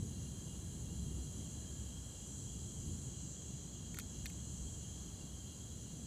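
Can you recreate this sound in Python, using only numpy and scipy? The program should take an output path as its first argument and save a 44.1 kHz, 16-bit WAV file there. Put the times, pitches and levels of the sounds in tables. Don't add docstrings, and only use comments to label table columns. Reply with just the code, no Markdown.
import sys
import numpy as np
from scipy import signal
from scipy.fft import rfft, irfft, next_fast_len
from scipy.io import wavfile
from scipy.ndimage import map_coordinates

SR = 44100
rng = np.random.default_rng(int(sys.argv[2]) if len(sys.argv) > 2 else 0)


def wrap_up_sound(samples):
    columns = np.atleast_2d(samples).T
    tamed = np.clip(columns, -1, 1)
    steps = np.round(tamed * 32767).astype(np.int16)
    wavfile.write(sys.argv[1], SR, steps)


def voltage_ratio(decibels):
    exponent = np.asarray(decibels, float) / 20
    return 10 ** exponent


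N = 267334


def unit(x):
    return x / np.sqrt(np.mean(x ** 2) + 1e-20)


def curves(rows):
    s, *cols = np.transpose(rows)
    return [np.interp(np.arange(N) / SR, s, c) for c in cols]


def wobble(rate):
    knots = rng.standard_normal(int(N * rate / SR) + 4)
    return map_coordinates(knots, [np.arange(N) * rate / SR])


def noise(spectrum):
    m = next_fast_len(N)
    hz, db = np.transpose(spectrum)
    log_hz = np.log(np.fft.rfftfreq(m, 1 / SR) + 1)
    gain = voltage_ratio(np.interp(log_hz, np.log(hz), db, left=-120, right=-120))
    return unit(irfft(rfft(rng.standard_normal(m)) * gain, m)[:N])


def pace(rate):
    return rate * (1 + .002 * wobble(2.5))


def bouts(rows, quiet_db):
    swell_s, fade_s = .15, .22
    t, level = np.arange(N) / SR, np.full(N, quiet_db + 0.)
    for start, length, db in rows:
        swell = (t - start) / swell_s + 1
        fade = (start + length - t) / fade_s + 1
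        hold = np.clip(np.minimum(swell, fade), 0, 1)
        level = np.maximum(level, quiet_db + (db - quiet_db) * hold)
    return level


def wings(rate, start_hz, end_hz, duty, rough, size_db):
    turns = np.cumsum(rate + np.zeros(N)) / SR + rng.random()
    stroke = turns.astype(int)
    u = np.minimum((turns - stroke) / np.clip(duty, .05, 1), 1)
    pitch_luck, size_luck, tooth_luck = rng.standard_normal((N // 64, 3))[stroke].T
    hz = (start_hz + (end_hz - start_hz) * u) * (1 + rough * pitch_luck)
    tone = np.sin(2 * np.pi * np.cumsum(hz) / SR + np.pi * tooth_luck)
    return unit(voltage_ratio(size_db * size_luck) * np.sin(np.pi * u) ** 1.6 * tone)


def far(x, t60, wet_db):
    hop = SR // 16
    t = np.arange(hop * 3) / SR
    pieces = np.lib.stride_tricks.sliding_window_view(np.pad(x, 2 * hop), 2 * hop)[::hop]
    pieces = pieces * np.sqrt(np.hanning(2 * hop))
    tails = rng.standard_normal((len(pieces), len(t))) * voltage_ratio(-60 * t / t60)
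    echoes = signal.fftconvolve(pieces, tails, axes=1)
    where = hop * np.arange(len(pieces))[:, None] + np.arange(echoes.shape[1])
    wet = np.bincount(where.ravel(), echoes.ravel())[2 * hop:][:N]
    return unit(unit(x) + voltage_ratio(wet_db) * unit(wet))


def crowd(count, rate, start_hz, end_hz, spread, duty, rough, bunch):
    even = np.linspace(-1, 1, count)
    kin = bunch * even ** 3 + (1 - bunch) * even
    voices = np.zeros(N)
    for k, p in zip(kin, rng.permutation(even)):
        detune = 1 + spread * k
        drift = voltage_ratio(0.42 * wobble(3.5))
        voices += drift * wings(rate * (1 + .11 * p), start_hz * detune, end_hz * detune,
                                duty, rough, size_db=0.0)
    return far(voices, t60=.3, wet_db=2)


def rest(all_db, *near, least=.25):
    total = voltage_ratio(all_db) ** 2
    return np.sqrt(np.maximum(total - sum(g ** 2 for g in near), least * total))


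def katydids():
    # start_s, length_s, level_db
    low_bouts = [(0.1, 0.57, -64.5), (1.12, 0.55, -63.5), (2.52, 1.74, -62), (4.1, 0.93, -61.5),
                 (5.45, 0.24, -63.5)]
    high_bouts = [(.35, 0.29, -66), (.95, 1, -65.5), (2.12, 0.65, -62.5), (2.95, 0.56, -63),
                  (4.3, 0.42, -63.5), (5.55, .15, -69)]
    meadow_bouts = [(.35, 0.94, -75), (1.95, 0.29, -73), (4.95, .75, -79)]
    thin_bouts = [(-.3, 1.93, -63), (1.7, 1.35, -64.5), (4.05, 2.3, -67)]
    # time_s, level_db
    buzz_levels = [(0.0, -56.5), (0.94, -57), (1.52, -55), (2.04, -56.5), (2.31, -53.5), (3.11, -54.5),
                   (3.29, -53.5), (3.78, -56), (4.54, -54), (5.0, -55), (5.18, -57), (6.06, -57)]
    low_rate, high_rate, meadow_rate = pace(235.5), pace(222.6), pace(73.5)
    buzz_db = curves(buzz_levels)[0] + 0.17
    thin_db = bouts(thin_bouts, quiet_db=-86)
    rasp_db = -76.0 + .25 * (thin_db + 63)
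    low = voltage_ratio(bouts(low_bouts, quiet_db=-71) + 1.5)
    high = voltage_ratio(bouts(high_bouts, quiet_db=-72) + 1.8)
    meadow = voltage_ratio(bouts(meadow_bouts, quiet_db=-87))

    x = low * wings(low_rate, start_hz=7635, end_hz=5960, duty=.5, rough=.03, size_db=-0.5)
    upper_mode = wings(low_rate, start_hz=10500, end_hz=9700, duty=.3, rough=.02, size_db=1.5)
    x += low * voltage_ratio(-17) * upper_mode
    x += high * wings(high_rate, start_hz=8750, end_hz=6444, duty=0.54, rough=.03, size_db=-1.0)
    x += meadow * wings(meadow_rate, start_hz=11540, end_hz=9400, duty=.3, rough=0.026, size_db=-3.0)

    x += rest(buzz_db, low, high) * crowd(count=12, rate=225, start_hz=7616, end_hz=6363, spread=.11,
                                          duty=.55, rough=.03, bunch=.05)
    x += rest(thin_db - 4.5, meadow) * crowd(count=6, rate=150, start_hz=10780, end_hz=9170, spread=.08,
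                                             duty=.55, rough=0.032, bunch=.2)
    x += voltage_ratio(rasp_db - 3.0) * crowd(count=4, rate=160, start_hz=14300, end_hz=12300, spread=.08,
                                    duty=1.0, rough=.05, bunch=0.16)
    return x


def crickets():
    # time_s, level_db
    trill_levels = [(0.0, -71.5), (0.3, -70), (1.64, -68), (2.46, -69.5), (2.79, -69), (3.04, -69.5),
                    (5.43, -67.5), (6.06, -69.5)]
    # start_s, length_s, level_db
    ground_bouts = [(.25, 0.24, -75), (1.15, 1.5, -74), (3.1, 0.82, -75.5), (4.75, .1, -78),
                    (5.95, .3, -78)]
    trill_db, = curves(trill_levels)
    ground_db, chirp_db = -72.5, -77.5
    near = voltage_ratio(bouts(ground_bouts, quiet_db=-83) + 1.5)
    beat = np.cos(2 * np.pi * (2.995 * np.arange(N) / SR + .43))

    x = voltage_ratio(trill_db + 1.0) * crowd(count=10, rate=56, start_hz=3266, end_hz=3189, spread=.022,
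                                    duty=.68, rough=.015, bunch=.4)
    x += near * wings(pace(56.8), start_hz=4167, end_hz=3966, duty=.6, rough=0.0123, size_db=1.5)
    x += rest(ground_db + 2.5, near) * crowd(count=8, rate=62, start_hz=4136, end_hz=4030, spread=.025,
                                             duty=.68, rough=.018, bunch=.3)
    chirps = crowd(count=5, rate=45, start_hz=2905, end_hz=2828, spread=.019, duty=.65, rough=.013, bunch=.3)
    x += voltage_ratio(chirp_db + 3.5 + 3.5 * np.tanh(0.94 * beat)) * chirps
    x += voltage_ratio(-74 + 0.47 * beat) * crowd(count=5, rate=76, start_hz=4900, end_hz=4520, spread=.06,
                                        duty=.6, rough=.025, bunch=0.093)
    return x


def frog():
    # start_s, length_s, level_db
    trills = [(-.3, 1.15, -83), (1.6, 0.49, -80.5), (3.85, 0.51, -82), (4.55, .75, -83)]
    return voltage_ratio(bouts(trills, quiet_db=-89)) * crowd(count=2, rate=33, start_hz=1672, end_hz=1644, spread=.01,
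                                                    duty=0.8, rough=0.0121, bunch=.1)


def rumble():
    # time_s, level_db
    roar_levels = [(0.1, -46), (0.65, -46.5), (0.95, -45.5), (2.26, -51), (2.9, -46), (3.52, -50.5),
                   (4.48, -48), (5.61, -51), (6.06, -48)]
    # crest_s, deep_db, roll_db (both over the roar)
    peals = [(-.03, 0, 6), (1.07, .6, 5.5), (1.39, 2, 0.5), (1.7, 5.5, 1.5), (1.94, 3.5, -1), (2.3, 2, 3.5),
             (2.86, 7, 1.5), (3.54, 6, 3), (3.95, 1, 2.5), (4.19, 9, 0.5), (4.62, 8, 3.5), (5.25, 2, 1.5)]
    # pitch_hz, density_db (per Hz)
    deep_colour = [(22, -29), (33, -30), (42, -8.5), (55, -7.5), (66, 3), (78, -2.5), (95, -5), (110, -11)]
    roll_colour = [(50, -23), (85, -3.5), (120, 0), (191, -3.5), (500, -25), (650, -74), (1100, -120)]
    night_colour = [(210, -2), (350, -4), (580, -8.5), (1100, -15.5), (2400, -23.5), (3600, -19.5),
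                    (5300, -24.5), (8400, -14), (11800, -28), (15400, -30)]
    rise_s, fall_s = 0.046, 0.092
    roar_db, = curves(roar_levels)
    crest_s, *crest_db = np.transpose(peals)
    late = np.arange(N) / SR - crest_s[:, None]
    peal_shapes = np.exp(-np.maximum(late / fall_s, -late / rise_s))
    deep_db, roll_db = np.dot(crest_db, peal_shapes)
    lumps = wobble(3.4)
    x = voltage_ratio(roar_db - 4.0 + deep_db + 0.17 * lumps) * noise(deep_colour)
    x += voltage_ratio(roar_db - 2.0 + roll_db + 0.07 * lumps) * noise(roll_colour)
    return x + voltage_ratio(-61.5 + 0.23 * wobble(2.74)) * noise(night_colour)


def ring(modes, t):
    total = np.zeros(len(t))
    for hz, db in modes:
        level = voltage_ratio(db + rng.normal(0, 0.99))
        total += level * np.sin(2 * np.pi * hz * (1 + rng.normal(0, 0.029)) * t)
    return total


def button():
    # time_s, shell_db, struck_hz (part of the shell struck), dome_db, snap_db
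    contacts = [(3.9430, -49, 1850, -49, -51), (3.9699, -47, 1610, -48, -54),
                (3.9867, -34.5, 1600, -44, -31.5), (3.9971, -54, 2350, -37, -40),
                (4.0005, -49.5, 2400, -52, -67), (4.2571, -37.5, 1960, -34.5, -39),
                (4.2619, -48, 1880, -46, -49), (4.264, -58, 2300, -33, -50), (4.2980, -54, 2420, -58, -52)]
    # pitch_hz, level_db
    shell_modes = [(1450, 4.5), (1830, 3.5), (2080, 4.5), (2450, 5)]
    dome_modes = [(3000, -22), (3700, 2), (4300, 4), (4700, -3.5), (5800, 1)]
    snap_modes = [(7800, -0.5), (9800, 0), (11900, -1), (12600, -3), (13800, -8)]
    soft_t60_s, soft_db = 0.022, -46.5
    grip = 0.32
    x, t = np.zeros(N), np.arange(SR // 20) / SR
    for s, shell_db, struck_hz, dome_db, snap_db in contacts:
        t60 = soft_t60_s * voltage_ratio(-grip * (max(shell_db, dome_db) - soft_db))
        shell = [(hz, db - 40 * np.log2(hz / struck_hz) ** 2) for hz, db in shell_modes]
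        body = voltage_ratio(shell_db - 2.5) * ring(shell, t) + voltage_ratio(dome_db - 9.0) * ring(dome_modes, t)
        rattle = ring(snap_modes, t) + 1.17 * rng.standard_normal(len(t))
        shape = voltage_ratio(-60 * t / t60) * (1 - np.exp(-t / 0.00042)) ** 2
        x[round(s * SR):][:len(t)] += shape * (body + voltage_ratio(snap_db - 5.0) * rattle)
    return signal.sosfilt(signal.butter(2, 1150, "high", fs=SR, output="sos"), x)


def scene():
    mono = katydids() + crickets() + frog() + rumble() + button()
    return np.array([mono, mono])


def band_limit(x):
    return signal.sosfilt(signal.butter(12, 16320, fs=SR, output="sos"), x)


def record(dry):
    m = next_fast_len(N)
    in_band = np.fft.rfftfreq(m, 1 / SR) < 15310
    kept = irfft(rfft(dry, m) * in_band, m)[:, :N]
    return band_limit(kept)


dry = scene()
out = record(dry)
wrap_up_sound(out)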